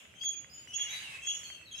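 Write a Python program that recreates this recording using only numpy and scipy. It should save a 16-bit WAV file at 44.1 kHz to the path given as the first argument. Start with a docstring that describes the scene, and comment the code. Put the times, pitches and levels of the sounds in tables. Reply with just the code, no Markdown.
"""Garden trees, under a patchy far chorus and low distant rumble that last throughout (filtered noise).
Softer, more distant notes and dry ticks begin at once: gliding tones with tree echoes, and struck modes.
From 0.2 s a near bird gives a piercing rising whistle every half second: harmonics with wavering tails.
From 0.76 s to 1.4 s one bird calls hoarsely: uneven pulses and breath through a broad throat, with hiss.
"""
import sys
import numpy as np
from scipy import signal
from scipy.io import wavfile

SR = 44100
rng = np.random.default_rng(int(sys.argv[2]) if len(sys.argv) > 2 else 0)


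def store_pcm(level_fs):
    """Save levels as 16-bit WAV."""
    pcm = np.round(np.clip(level_fs, -1, 1) * 32767).astype(np.int16)
    wavfile.write(sys.argv[1], SR, np.atleast_2d(pcm).T)


def boost(x):
    """Linear amplitude factor 10**(x/20) for a level x in decibels (scalar or array-like)."""
    u = np.asarray(x, float) / 20
    return 10 ** u


N = 79380
T = np.arange(N) / SR
SIDES = np.array([[.5], [-.5]])  # times a left-minus-right difference: the share of each side


def rms_one(x):
    """Scales a signal to rms 1."""
    return x / np.sqrt(np.mean(x ** 2) + 1e-20)


def at_hz(points, hz):
    """Reads a curve at a frequency, straight between its points on a log frequency axis."""
    points_hz, values = np.transpose(points)
    return np.interp(np.log(hz), np.log(points_hz), values)


def cut(x, hz, kind, order):
    """Butterworth filter that passes the low or the high side of hz."""
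    return signal.sosfilt(signal.butter(order, hz, kind, fs=SR, output="sos"), x)


def drift(rate_hz, count):
    """Slow random wander of rms 1, one row each: noise through two equal low-pass poles at rate_hz."""
    step = 20  # samples between drawn values
    pole = np.exp(-2 * np.pi * rate_hz * step / SR)
    noise = rng.standard_normal((count, N // step + 1002))
    slow = signal.lfilter([1], [1, -2 * pole, pole * pole], noise)[:, 1000:]
    return np.array([np.interp(np.arange(N) / step, np.arange(len(v)), rms_one(v)) for v in slow])


def scattered(phase, share, lead):
    """A sine of rms 1; the power share that came through leaves wavers in its own way on each side."""
    flutter_hz = 49.4
    leaves = drift(flutter_hz, count=4)
    phase = phase + lead * SIDES
    in_step = np.sqrt(2 - 2 * share) + np.sqrt(share) * leaves[:2]
    quarter_turn = np.sqrt(share) * leaves[2:]
    return in_step * np.sin(phase) + quarter_turn * np.cos(phase)


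def coloured(sources, spectrum, patchy_db):
    """Third-octave bands taken in turn from two (mid, side) pairs, each flickering in level; rms 1."""
    # how alike left and right are: f/Hz, likeness (1 = the same)
    likeness = [(60, 0.96), (125, 0.89), (250, .55), (500, 0.63), (1000, 0.033), (15000, 0.022)]
    edges = 25 * 2 ** (np.arange(29) / 3)
    flicker = drift(8, count=28)
    out = 0
    for k, (low, high) in enumerate(zip(edges, edges[1:])):
        mid, side = cut(sources[k % 2], [low, high], "band", order=2)
        hz = np.sqrt(low * high)
        alike = at_hz(likeness, hz)
        stereo = np.sqrt(1 + alike) * mid + np.sqrt(1 - alike) * side * 2 * SIDES
        out = out + boost(at_hz(spectrum, hz) + patchy_db * flicker[k]) * stereo
    return rms_one(out)


def near_bird():
    """The bird nearest the microphone: four harmonics on one pitch that slides up and holds."""
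    # one table a call, tail included:
    # t/s, level/dB, fundamental re level/dB, left minus right of the octave/dB
    calls = [
        [(0.212, -57.5, 15.5, -6), (0.254, -32.5, -4.5, -8.5), (0.274, -39, 3.5, 0), (0.292, -34.5, -10.5, -27),
         (0.314, -45, 9, -1), (0.334, -39, -16, 5), (0.346, -47, 0.5, 4), (0.368, -50.5, 2.5, -27.5),
         (0.398, -53.5, -9, -18), (0.458, -61, -1.5, -2), (0.52, -75, -1, -14)],
        [(0.732, -70.5, 21, -11), (0.74, -49, 8.5, 2), (0.768, -38.5, -11, -15), (0.79, -46, 3, -1),
         (0.814, -36.5, 4.5, -1), (0.858, -43, -4.5, -6.5), (0.876, -52, 4, -5), (0.91, -55, 6.5, -21),
         (0.94, -59.5, 1, -14), (0.962, -60, 9, -6), (0.976, -65, 10, -22), (1.016, -68, 1, -24),
         (1.04, -69, -6, -16)],
        [(1.252, -71, 10, -11), (1.262, -50.5, 5, 14), (1.272, -42, 6.5, -16.5), (1.306, -38.5, 4, 2),
         (1.324, -39.5, -1.5, -5), (1.344, -40.5, -4.5, -9.5), (1.36, -45, 5, -4), (1.376, -46, -8, -16),
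         (1.424, -59.5, 4, -1), (1.44, -54, -3, -13.5)],
        [(1.78, -52, 1, -11), (1.8, -47.5, 6, 6)],
    ]
    start_hz, held_hz, glide_s = 3200, 3334, 0.01166
    wobble = 0.00256  # share of the pitch
    attack_s, release_s = 0.0031, 0.09
    leafy = 0.25  # power share through leaves, fundamental and octave
    out = 0
    for call in calls:
        s, db, low_db, pan_db = np.transpose(call)
        hz = held_hz + (start_hz - held_hz) * np.exp(-np.maximum(T - s[0], 0) / glide_s)
        hz = hz * (1 + wobble * drift(32, count=1)[0])
        phase = 2 * np.pi * np.cumsum(hz) / SR
        gate = np.interp(T, [s[0] - attack_s, s[0], s[-1], s[-1] + release_s], [0, 1, 1, 0])
        level = gate * boost(np.interp(T, s, db))
        # lead: radians by which the left side is ahead
        low_gain = boost(np.interp(T, s, low_db) + 4 * SIDES)
        out = out + level * low_gain * scattered(phase, leafy, lead=1.64)
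        octave_gain = boost(np.interp(T, s, pan_db) * SIDES + 2.0)
        out = out + level * octave_gain * scattered(2 * phase, leafy, lead=1)
        for harmonic, upper_db in ((3, -20.5), (4, -31)):  # dB re level
            upper_gain = boost(upper_db + 6.5 * SIDES)
            out = out + level * upper_gain * scattered(harmonic * phase, 0.69, lead=1.6)
    return out


def notes(rows, octave_db, third_db, pan_db, octave_pan_db):
    """Each note glides towards its end pitch, rough in pitch and broken in level, and stops."""
    glide_share = 0.35  # glide time constant, share of the note length
    attack_s, release_s = 0.0031, 0.0071
    rough_hz, broken_db = 28, 3  # rms of the wander
    out = 0
    for s, length, hz0, hz1, db in rows:
        hz = hz1 + (hz0 - hz1) * np.exp(-np.maximum(T - s, 0) / (glide_share * length))
        hz = hz + rough_hz * drift(67.5, count=1)[0]
        phase = 2 * np.pi * np.cumsum(hz) / SR
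        gate = np.interp(T, [s, s + attack_s, s + length, s + length + release_s], [0, 1, 1, 0])
        level = gate * boost(db + broken_db * drift(36, count=1)[0])
        fundamental = boost(pan_db * SIDES) * np.sin(phase)
        octave = boost(octave_db + octave_pan_db * SIDES) * np.sin(2 * phase)
        out = out + level * (fundamental + octave + boost(third_db) * np.sin(3 * phase))
    return out


def trees(x):
    """A weaker direct path and dense dying echoes off leaves and trunks, other ones on each side."""
    t60_s, onset_s, direct_db = 0.43, 0.0043, -5  # direct path against the echoes
    t = T[:SR // 2]
    echoes = rng.standard_normal((2, len(t))) * boost(-60 * t / t60_s) * (1 - np.exp(-t / onset_s))
    echoes = echoes / np.sqrt(np.sum(echoes ** 2, axis=1, keepdims=True))
    return boost(direct_db) * x + signal.fftconvolve(x, echoes, axes=1)[:, :N]


def far_birds():
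    """Birds farther off among the trees: pipers have a strong octave, whistlers nearly one tone."""
    # both tables, levels ahead of the trees: t/s, length/s, start f/Hz, end f/Hz, level/dB
    whistles = [(0.001, 0.045, 6951, 6970, -64.5), (.196, 0.07, 4640, 4925, -58),
                (.495, 0.058, 4901, 5090, -52.5), (.531, 0.048, 6881, 6920, -48.5),
                (.546, 0.04, 3056, 2987, -56.5), (.894, 0.072, 3714, 3904, -44),
                (.901, 0.054, 3081, 3120, -59), (.956, 0.037, 4651, 4721, -55),
                (.991, 0.022, 3151, 3010, -46), (1.031, 0.126, 2940, 2555, -49.5),
                (1.046, .11, 1124, 1074, -64), (1.216, 0.041, 2678, 2650, -42),
                (1.301, 0.095, 5501, 5680, -57.5), (1.431, 0.065, 4360, 4485, -56.5),
                (1.441, 0.044, 4440, 4255, -53.5), (1.442, .035, 2890, 2373, -58),
                (1.511, 0.057, 2937, 2760, -55.5), (1.556, 0.089, 2695, 2600, -51),
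                (1.631, 0.028, 4360, 4400, -62), (1.656, 0.0434, 4440, 3750, -53),
                (1.761, 0.052, 4101, 3570, -53), (.21, 0.029, 7000, 7250, -66),
                (.875, 0.042, 6200, 6200, -48), (1.605, 0.058, 1974, 1950, -66),
                (.375, 0.034, 2880, 2850, -62), (.56, .04, 4720, 4700, -62), (1.47, 0.035, 2700, 2600, -57)]
    pipers = [(0, 0.014, 3280, 3460, -64.5), (.15, 0.072, 3130, 3200, -52.5),
              (.205, 0.029, 2600, 2696, -54), (.33, 0.025, 2560, 2433, -55),
              (.675, 0.084, 2968, 2955, -51.5), (.722, 0.022, 2457, 2820, -45.5),
              (.775, 0.084, 2834, 2857, -47), (1.2, 0.13, 3168, 3236, -51.5),
              (1.24, 0.045, 2687, 2750, -48.5), (1.275, 0.098, 2826, 2973, -49),
              (1.435, 0.11, 3138, 3173, -50), (1.71, 0.042, 3360, 3168, -46.5),
              (1.745, 0.076, 2575, 2817, -46.5)]
    whistling = notes(whistles, octave_db=-27, third_db=-18, pan_db=-0.5, octave_pan_db=0)
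    piping = notes(pipers, octave_db=-6, third_db=-20, pan_db=3.5, octave_pan_db=-3)
    return trees(whistling + piping)


def hoarse_bird():
    """Uneven pulses with much breath, through a broad throat; a hiss of the same source joins in."""
    # course of the call: t/s, level/dB, hiss re level/dB, ahead of the gains below
    course = [(0.76, -70, -6), (0.766, -80, -8), (0.786, -55.5, -27), (0.854, -57.5, -14),
              (0.954, -53.5, -1.5), (0.988, -59.5, 4), (0.99, -55.5, -3), (1.17, -58.5, -2.5),
              (1.224, -65, -12), (1.26, -66.5, -4)]
    # throat and hiss filters: f/Hz, level/dB (relative, per Hz)
    throat_colour = [(290, -57), (500, -29.5), (926, -16), (1090, -19), (1220, -17.5), (1870, -8.5),
                     (2430, -2), (2750, -5), (5000, -39), (6500, -34), (11000, -120)]
    hiss_colour = [(2060, -25), (3500, 4.5), (3930, -4), (5230, -7), (9100, -6), (11800, -21), (12400, -50),
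                   (13000, -17), (15000, -23)]
    pulse_hz, jitter = 544.3, 0.04  # jitter: share of the pulse rate
    breath = 0.55  # power share
    throat_db, hiss_gain_db, pan_db = 7.5, 6.5, -5.4
    cycles = np.cumsum(pulse_hz * (1 + jitter * drift(60, count=1)[0])) / SR
    pulses = rms_one(np.diff(np.floor(cycles), prepend=0))
    source = np.sqrt(1 - breath) * pulses + np.sqrt(breath) * rng.standard_normal((2, 2, N))
    s, db, hiss_db = np.transpose(course)
    hiss = boost(np.interp(T, s, hiss_db) + hiss_gain_db) * coloured(source, hiss_colour, patchy_db=1.0)
    voice = boost(throat_db + pan_db * SIDES) * coloured(source, throat_colour, patchy_db=2.0)
    gate = np.interp(T, [s[0] - .01, s[0], s[-1], s[-1] + 0.15], [0, 1, 1, 0])
    return gate * boost(np.interp(T, s, db)) * (voice + hiss)


def ticks():
    """Short dry ticks among the leaves, to the right: each click rings three quickly dying modes."""
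    # t/s, level/dB ahead of the mode levels
    strikes = [(0.0543, -56.5), (0.1396, -58), (0.2374, -50.5), (0.4454, -51.5), (0.6744, -53),
               (1.2705, -49), (1.4331, -50.5), (1.502, -47.5), (1.6132, -56)]
    # f/Hz, level/dB, t60/s
    modes = [(2050, 7.5, 0.0077), (1610, -14, 0.009), (1020, -29, 0.0089)]
    pan_db, bass_cut_hz = -14, 800
    s, db = np.transpose(strikes)
    spread_db = rng.normal(0, 1.0, (len(s), 3))
    out = 0
    for k, (hz, level_db, t60) in enumerate(modes):
        clicks = np.full(N, 1e-18)
        clicks[(s * SR).astype(int)] = boost(db + level_db + spread_db[:, k])
        r, w = boost(-60 / (t60 * SR)), 2 * np.pi * hz / SR
        out = out + signal.lfilter([0, np.sin(w)], [1, -2 * r * np.cos(w), r * r], clicks)
    return cut(out * boost(pan_db * SIDES), bass_cut_hz, "high", order=2)


def chorus_and_rumble():
    """The distance: one bed of coloured noise, steady rumble below and a swelling far chorus above."""
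    # colour of the bed: f/Hz, level/dB (relative, per Hz)
    bed_colour = [(35, -32), (60, 3), (123, -0.5), (497, -10.5), (613, -7.5), (791, -16.5), (2250, -10.5),
                  (2590, 0.5), (2980, -7.5), (4420, -30), (4960, 6), (5440, -19.5), (6870, -15),
                  (7360, -16), (15500, -31.5)]
    # swell of the chorus: t/s, level/dB
    chorus_swell = [(0, 5), (.1, -2.5), (.3, -1.5), (.5, -4.5), (.7, 1.7), (1.2, 3.2), (1.4, 9.5),
                    (1.55, 3.3), (1.7, -8), (1.8, 3)]
    bed_db, chorus_from_hz = -59.5, 1690  # level ahead of the swell
    bed = boost(bed_db) * coloured(rng.standard_normal((2, 2, N)), bed_colour, patchy_db=1.0)
    swell = boost(np.interp(T, *np.transpose(chorus_swell)))
    rumble = cut(bed, chorus_from_hz, "low", order=2)
    chorus = cut(bed, chorus_from_hz, "high", order=2)
    return rumble - swell * chorus  # minus: the two filters are in opposite phase where they meet


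def scene():
    """All birds and ticks over the distant bed."""
    return near_bird() + far_birds() + hoarse_bird() + ticks() + chorus_and_rumble()


def roll_off(x):
    """The treble ends steeply here."""
    return signal.sosfilt(signal.butter(12, 15640, fs=SR, output="sos"), x)


def record(dry):
    """The microphone cuts the deepest bass, below 59 Hz."""
    mix = cut(dry, 59, "high", order=3)
    return roll_off(mix)


dry = scene()
out = record(dry)
store_pcm(out)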